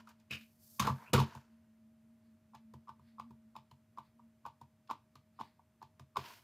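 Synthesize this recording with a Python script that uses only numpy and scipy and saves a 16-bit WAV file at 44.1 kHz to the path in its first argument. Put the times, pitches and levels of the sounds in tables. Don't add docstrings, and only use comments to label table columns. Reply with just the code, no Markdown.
import sys
import numpy as np
from scipy import signal
from scipy.fft import rfft, irfft, next_fast_len
from scipy.io import wavfile

SR = 44100
rng = np.random.default_rng(int(sys.argv[2]) if len(sys.argv) > 2 else 0)


def transcribe(signal):
    frames = np.atleast_2d(signal).T
    limited = np.clip(frames, -1, 1)
    pcm = np.round(limited * 32767).astype(np.int16)
    wavfile.write(sys.argv[1], SR, pcm)


def magnitude_from_level(level_db):
    exponent = np.asarray(level_db, float) / 20
    return 10 ** exponent


N = 283894

# time in seconds, pop level in dB, pop pitch in Hz,
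# first touch in dB, edge crack in dB.
DABS = [
    (2.552, -45, 916, -62, -53),
    (2.8937, -39, 1050, -46.5, -58.5),
    (3.1996, -33.5, 1078, -52, -51.5),
    (3.5663, -39.5, 985, -43.5, -52),
    (3.9861, -35.5, 1036, -44.5, -57),
    (4.4649, -36.5, 1007, -37, -51),
    (4.9124, -26.5, 1000, -31, -45),
    (5.829, -44, 967, -44.5, -55),
    (6.1711, -22.5, 1050, -33, -37),
]
# time in seconds, pop level in dB, pop pitch in Hz,
# edge crack in dB, push on the table in dB.
PEELS = [
    (2.7405, -52, 1043, -60, -52),
    (2.9973, -58.5, 1075, -85, -62),
    (3.3098, -55.5, 1004, -68.5, -57),
    (3.7156, -54.5, 990, -61, -59),
    (4.1961, -55.5, 1003, -85, -75),
    (4.616, -47.5, 967, -60, -57),
    (5.1575, -52.5, 1140, -57.5, -61),
    (5.5957, -55.5, 923, -85, -75),
    (5.9988, -50.5, 1100, -56, -52.5),
]
# time in seconds, pop level in dB, pop pitch in Hz,
# edge crack in dB, brightness in dB.
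LANDINGS = [(.0746, -50, 1300, -61, -6), (.093, -60, 1100, -62.5, 4), (.202, -85, 1000, -68, -2),
            (.3127, -85, 1000, -48.5, 1), (.338, -85, 1000, -56, -3), (.4138, -85, 1000, -52.5, -8),
            (.799, -25, 1080, -33, -1), (.8026, -23.5, 1080, -29, -2), (.8772, -24, 1110, -60, -5),
            (.873, -32, 1280, -39, -4), (1.1362, -34, 1239, -23.5, -5), (1.1387, -28, 1242, -27, -3),
            (1.1804, -26.5, 1140, -42.5, -8.5), (1.2026, -26.5, 980, -47, 3.5),
            (1.3528, -43, 957, -52.5, -4), (5.413, -32, 1008, -49, -60)]
# time in seconds, pop level in dB, pop pitch in Hz, edge crack in dB.
CHATTER = [(.0822, -55, 1120, -80), (.8175, -32, 1050, -60), (.8269, -33, 1300, -39),
           (.8301, -33, 1140, -60), (.851, -60, 1100, -43), (.865, -36, 1076, -60),
           (.8855, -28.5, 1020, -46), (.8927, -31, 965, -56), (.9031, -29.5, 1061, -57),
           (1.0307, -52, 1080, -80), (1.143, -25.5, 890, -50), (1.1474, -26, 1414, -50),
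           (1.1536, -27, 1360, -50), (1.164, -32, 1240, -36), (1.1842, -28, 1200, -55),
           (1.189, -29, 1050, -40), (1.1937, -32, 1130, -40), (1.216, -32, 935, -44),
           (1.244, -60, 1000, -58), (2.5367, -54, 1020, -80), (2.5463, -48.5, 910, -70),
           (2.8757, -53, 1074, -80), (4.896, -39.5, 1090, -65), (3.1847, -46.5, 1080, -80),
           (4.4744, -46, 938, -80), (4.878, -85, 1000, -65), (5.3916, -42, 1102, -70),
           (5.3956, -41.5, 1063, -60), (5.4018, -41.5, 1000, -54)]
# frequency in Hz, level in dB, decay t60 in seconds.
CASE_MODES = [(887.7, -16, 0.083), (941.6, -11, 0.05), (1140, -22, 0.12), (1140, -18, 0.043),
              (1240, -23.5, 0.04), (1386, -24, 0.034), (649, -29, 0.049), (1500, -27.5, 0.061)]
# frequency in Hz, width in Hz, level in dB.
EDGE_MODES = [(1700, 380, -3), (2460, 400, 0.5), (3060, 400, -3.5), (3666, 230, -1.5), (4260, 400, -5),
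              (5070, 410, -4), (5280, 1200, -10.5), (6970, 610, -11.5)]
# frequency in Hz, density in dB per Hz.
RATTLE = [(1100, -20.5), (1700, -2), (2500, 2), (3700, 2), (5000, -6), (7000, -14.5), (9000, -25)]
# time in seconds, peak in dB, swell in seconds,
# upper modes in dB.
PUSHES = [(.303, -48, .032, 5), (.345, -60, .02, 8), (.791, -36.5, .032, 2), (.815, -55, .02, 17),
          (.842, -38.5, .018, 5), (.866, -55, .012, 22), (.885, -33, .027, -8), (.915, -41, .025, -8),
          (1.088, -58, .02, 4), (1.128, -24, .022, 5), (1.158, -27, .027, -4), (1.188, -27.5, .027, -1.5),
          (1.215, -50, .02, 14), (1.27, -62, .02, 12), (1.347, -48, .024, -4), (5.4, -62, .025, 18),
          (6.167, -48.5, .027, 10), (6.19, -60, .02, 17)]
# time in seconds, peak in dB, frequency in Hz, swell in seconds.
KNOCKS = [
    (1.131, -26, 205, .007),
    (.795, -37, 200, .008),
    (.893, -36, 190, .006),
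    (1.134, -26.5, 490, 0.0072),
    (1.145, -31, 380, .008),
    (1.178, -33, 430, 0.0048),
    (.872, -42, 480, .006),
    (6.168, -44, 400, 0.007),
]
# frequency in Hz, level in dB, decay t60 in seconds.
TABLE_MODES = [(94, -14.5, .11), (220.1, 2.5, 0.11), (308, -7, 0.096), (370, -5, .07), (482, -4, 0.023),
               (691, -4, 0.034)]
# frequency in Hz, density in dB per Hz.
THUD = [(150, -27), (230, 3.5), (350, -2.5), (490, -2.5), (680, -4.5), (900, -26.5)]
# frequency in Hz, level in dB.
BEND_MODES = [(133, -.5), (87, -5), (222, -8)]
# time in seconds, level in dB.
SHUFFLE = [(0, -61), (.04, -82), (.1, -63), (.16, -92), (.21, -80), (.27, -100)]
# time in seconds, level in dB.
LIFT = [(.298, -73.5), (.31, -45.5), (.337, -40.5), (.36, -45), (.38, -59), (.415, -68), (.45, -75),
        (.52, -92)]
# time in seconds, level in dB.
FIRST_DROP = [(.785, -80), (.8, -45), (.85, -40), (.9, -44), (.95, -62), (1.03, -59), (1.09, -61),
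              (1.11, -73), (1.128, -75)]
# time in seconds, level in dB.
SECOND_DROP = [(1.138, -41), (1.2, -42), (1.25, -57), (1.3, -58), (1.37, -58), (1.42, -68), (1.5, -78),
               (1.7, -90)]
# time in seconds, level in dB.
SLIDE = [(6.175, -60), (6.22, -58.5), (6.27, -56.5), (6.33, -59.5), (6.39, -67), (6.44, -82)]
# block in dB, case in dB, skin in dB.
RUB_MIX = [
    (-6, -2.5, -12),
    (-.5, -20, -21),
    (-18, -.5, -19),
    (-12, -2.5, -15),
    (-1.5, -1.5, -13),
]
LIFT_SPAN = (.29, .6)
# frequency in Hz, width in Hz, level in dB.
SQUEAL = [(2600, 550, 0), (2900, 600, -2), (3600, 800, -9), (4800, 900, -12), (1900, 700, -14)]
# frequency in Hz, density in dB per Hz.
DRAG = [(1200, -22), (1800, -4), (2750, 1.5), (3600, -4.5), (4800, -3.5), (6000, -11), (8000, -25)]
# frequency in Hz, density in dB per Hz.
SKIN = [(2500, -34), (3700, -7.5), (4700, 0.5), (7000, 2.5), (8500, -5.5), (11000, -4), (13400, -3),
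        (16000, -7.5)]
# time in seconds, peak in dB, fall in seconds.
SQUISH = [
    (2.27, -86, .08),
    (3.09, -77.5, .1),
    (4.06, -79, .08),
    (5.45, -71, .13),
]
# frequency in Hz, density in dB per Hz.
FOAM = [(900, -20), (1800, 0), (3000, -9), (4600, -3), (6000, -20)]
# time in seconds, level in dB.
SLEEVE = [(.34, -72), (.42, -72), (.5, -79), (.59, -79), (.625, -65), (.775, -61), (.8, -70), (1.0, -74),
          (1.12, -80)]
# time in seconds, level in dB.
SLEEVE_AWAY = [(6.19, -80), (6.25, -68), (6.31, -65), (6.37, -69), (6.44, -78)]
# frequency in Hz, density in dB per Hz.
CLOTH = [(2200, -25), (3800, -11), (4700, -2.5), (7500, -5), (9500, -4.5), (13000, 1), (16000, -3.5)]
# time in seconds, frequency in Hz, level in dB.
SCRAPE = [(.97, 1700, -84), (1.03, 2110, -70.5), (1.075, 2560, -60.5), (1.1, 2670, -60.5),
          (1.118, 2860, -84)]
# time in seconds, level in dB.
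HUM = [(0, -68), (.28, -75), (.43, -61), (.56, -78), (1.3, -66), (1.47, -74), (1.53, -66), (2.33, -65),
       (2.39, -73), (2.77, -56), (2.86, -72), (3.2, -61), (3.68, -75), (3.8, -70), (4.16, -72), (4.27, -62),
       (4.37, -74), (5.7, -78)]
# frequency in Hz, level in dB.
WHINE = (626, -83.5)
# frequency in Hz, density in dB per Hz.
AIR = [(25, -13.5), (60, -8), (95, 3.5), (160, -3.5), (300, -12), (450, -20), (1000, -21), (2000, -25),
       (4000, -32.5), (8000, -34.5), (13000, -35), (16500, -37)]
# frequency in Hz, t60 in seconds.
ROOM = [(100, 0.36), (1000, 0.2), (5000, .25), (15000, 0.05)]


def rms_one(x):
    return x / np.sqrt(np.mean(x ** 2) + 1e-20)


def in_time(rows, outside=None):
    s, *columns = np.transpose(rows)
    t = np.arange(N) / SR
    return [np.interp(t, s, column, outside, outside) for column in columns]


def stroke_gain(rows):
    return magnitude_from_level(in_time(rows, outside=-150)[0])


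def at_hz(points, hz):
    table_hz, values = np.array(points).T
    return np.interp(np.log(hz + 1), np.log(table_hz), values)


def coloured(spectrum):
    hz = np.arange(N // 2 + 1) * SR / N
    white = rfft(rng.standard_normal(N))
    return rms_one(irfft(white * magnitude_from_level(at_hz(spectrum, hz)), N))


def drift(rate):
    r = np.exp(-2 * np.pi * rate / SR)
    return rms_one(signal.lfilter([1], [1, -2 * r, r * r], rng.standard_normal(N + SR))[SR:])


def ring(force, hz, t60):
    r = magnitude_from_level(-60 / (t60 * SR))
    w = 2 * np.pi * hz / SR
    return signal.lfilter([0, np.sin(w)], [1, -2 * r * np.cos(w), r * r], force + 1e-18)


def narrow(force, hz, width):
    t60 = np.log(1000) / np.pi / width
    return rms_one(ring(ring(force, hz, t60), hz, t60))


def dying(times, levels_db, t60):
    blows = np.zeros(N) + 1e-18
    blows[(times * SR).astype(int)] = magnitude_from_level(levels_db)
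    decay = signal.lfilter([1], [1, -magnitude_from_level(-60 / (t60 * SR))], blows)
    return signal.lfilter([.02], [1, -.98], decay)


def strike(times, levels_db, modes, spread_db, contact_s):
    at = (np.array(times) * SR).astype(int)
    out = np.zeros(N)
    luck = rng.standard_normal((len(at), len(modes), 2))
    for k, (hz, level_db, t60) in enumerate(modes):
        force = np.zeros(N)
        force[at] = magnitude_from_level(levels_db + level_db + spread_db * luck[:, k, 0]) * np.sign(luck[:, k, 1])
        out += ring(force, hz, t60)
    contact = np.hanning(contact_s * SR + 3)
    return np.convolve(out, contact / contact.sum())[:N]


def add_swell(out, start_s, peak_db, hz, rise_s, order):
    t = np.arange(int(8 * rise_s * SR)) / SR / rise_s
    swell = magnitude_from_level(peak_db) * (t * np.exp(1 - t)) ** order
    at = int(start_s * SR)
    out[at:at + len(t)] += (swell * np.sin(2 * np.pi * hz * rise_s * t))[:N - at]


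def contacts():
    pop, edge = [], []
    for s, db, hz, touch_db, edge_db in DABS:
        touch_s, touch_hz = s - .0102, hz * 1.05
        graze_s = s - .0058
        pop += [(s, db, hz), (touch_s, touch_db, touch_hz), (graze_s, touch_db - 8, touch_hz)]
        edge += [(s, edge_db, -8.5), (touch_s, touch_db - 21, -15)]
    for s, db, hz, edge_db, _ in PEELS:
        pop += [(s, db, hz), (s + .004, db - 5, hz * .96)]
        edge += [(s, edge_db, -5)]
    dull_chatter = [(*row, -15) for row in CHATTER]
    for s, db, hz, edge_db, bright_db in LANDINGS + dull_chatter:
        pop += [(s, db, hz)]
        edge += [(s, edge_db, bright_db)]
    return pop, np.array(edge) - [.0022, 0, 0]


def pops():
    out = np.zeros(N)
    rise_s, lead_s = .0025, .006
    pop, _ = contacts()
    for s, peak_db, hz in pop:
        add_swell(out, s - rise_s, peak_db, hz, rise_s, order=3)
        add_swell(out, s - 2 * lead_s, peak_db - 27, hz, lead_s, order=2)
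    s, peak_db, _ = np.transpose(pop)
    return out + strike(s, peak_db, CASE_MODES, spread_db=4.0, contact_s=0.00033)


def cracks():
    s, peak_db, bright_db = np.transpose(contacts()[1])
    start = s - .0015
    luck = rng.standard_normal((len(s), len(EDGE_MODES)))
    grit = magnitude_from_level(2.5 * drift(280))
    bright = dying(start, peak_db + bright_db, 0.011)
    bright += dying(start, peak_db + bright_db - 13, .1)
    out = bright * coloured(SKIN)
    out += dying(start, peak_db - 14, 0.13) * coloured(RATTLE) * grit
    grains = grit * rng.standard_normal(N)
    for k, (hz, width, level_db) in enumerate(EDGE_MODES):
        burst = dying(start, peak_db + level_db - 7.0 + 3.0 * luck[:, k], 0.022)
        out += burst * narrow(grains, hz, width)
    return out


def rubs():
    t = np.arange(N) / SR
    grains = rng.standard_normal(N) * magnitude_from_level(3.0 * drift(140))
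    squeal = rms_one(sum(magnitude_from_level(level_db) * narrow(grains, hz, width) for hz, width, level_db in SQUEAL))
    sliding = coloured(DRAG) * magnitude_from_level(3.0 * drift(100))
    block = np.where((t > LIFT_SPAN[0]) & (t < LIFT_SPAN[1]), squeal, sliding)
    case = np.zeros(N)
    for k, (hz, level_db, t60) in enumerate(CASE_MODES):
        case += magnitude_from_level(level_db) * ring(grains, hz, .15 * t60) * (-1) ** k
    case = rms_one(case)
    skin = coloured(SKIN) * magnitude_from_level(1.5 * drift(60))

    creep = [[(s - .12, db - 22), (s, db), (s + fall_s, db - 22)] for s, db, fall_s in SQUISH]
    out = sum(stroke_gain(rows) for rows in creep) * coloured(FOAM)
    cloth = coloured(CLOTH) * magnitude_from_level(1.3 * drift(60))
    out += (stroke_gain(SLEEVE) + stroke_gain(SLEEVE_AWAY)) * cloth
    strokes = [SHUFFLE, LIFT, FIRST_DROP, SECOND_DROP, SLIDE]
    for stroke, (block_db, case_db, skin_db) in zip(strokes, RUB_MIX):
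        rubbed = magnitude_from_level(block_db) * block + magnitude_from_level(case_db) * case + magnitude_from_level(skin_db) * skin
        out += stroke_gain(stroke) * rubbed
    return out


def scrape():
    hz, level_db = in_time(SCRAPE)
    tone = np.cos(2 * np.pi * np.cumsum(hz) / SR)
    return magnitude_from_level(level_db) * drift(160) * tone * (level_db > -84)


def pushes():
    mean_db = np.mean([row[1] for row in DABS])
    taps = [(s, -63, 10 + .8 * (db - mean_db)) for s, db, *_ in DABS[:-1]]
    taps += [(s, push_db, 1.5) for s, *_, push_db in PEELS]
    return PUSHES + [(s - .009, db, .028, upper_db) for s, db, upper_db in taps]


def thumps():
    out = np.zeros(N)
    for s, peak_db, hz, swell_s in KNOCKS:
        add_swell(out, s, peak_db, hz, swell_s, order=1)
    s, peak_db, _, upper_db = np.transpose(pushes())
    level_db = peak_db + upper_db
    out += dying(s + 0.0055, level_db - 12.0, 0.069) * coloured(THUD)
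    return out + strike(s + .005, level_db - 8.0, TABLE_MODES, spread_db=3.5, contact_s=0.0013)


def bends():
    out = np.zeros(N)
    for s, peak_db, swell_s, _ in pushes():
        for hz, level_db in BEND_MODES:
            add_swell(out, s, peak_db + level_db, hz, swell_s, order=3)
    return out


def room(x):
    size = next_fast_len(N + SR)
    hz = np.arange(size // 2 + 1) * SR / size
    echoes = 0
    for k, lag_s in enumerate(rng.uniform(.007, 0.033, 10)):
        loop = magnitude_from_level(-60 * lag_s / at_hz(ROOM, hz)) * np.exp(-2j * np.pi * hz * lag_s)
        echoes = echoes + (-1) ** k * loop / (1 - loop)
    return irfft(rfft(x, size) * echoes, size)[:N]


def wavering_tone(hz, level_db):
    return np.sqrt(2) * magnitude_from_level(level_db) * np.sin(2 * np.pi * np.cumsum(hz) / SR)


def background():
    hum_db, = in_time(HUM)
    hum = wavering_tone(225.2 + 3.0 * drift(8.8), hum_db + 2.2 * drift(4) + 1.5 * drift(10))
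    whine_hz, whine_db = WHINE
    whine = wavering_tone(whine_hz + .8 * drift(4), whine_db + 1.5 * drift(13))
    return hum + whine + magnitude_from_level(-73.5) * coloured(AIR)


def scene():
    desk = pops() + cracks() + thumps() + rubs() + scrape()
    bend = bends()
    mid = desk + magnitude_from_level(-20) * room(desk) + bend + background()
    side = magnitude_from_level(-44) * room(desk + .3 * bend)
    side += magnitude_from_level(-22.5) * np.gradient(mid)
    side += magnitude_from_level(-100) * coloured(SKIN)
    return np.array([mid + side, mid - side])


def roll_off(x):
    return signal.sosfilt(signal.butter(12, 16000, fs=SR, output="sos"), x)


def record(dry):
    thin = signal.sosfilt(signal.butter(3, 62, "high", fs=SR, output="sos"), dry)
    mix = signal.sosfilt(signal.cheby2(12, 70, 16700, fs=SR, output="sos"), thin)
    return roll_off(mix)


dry = scene()
out = record(dry)
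transcribe(out)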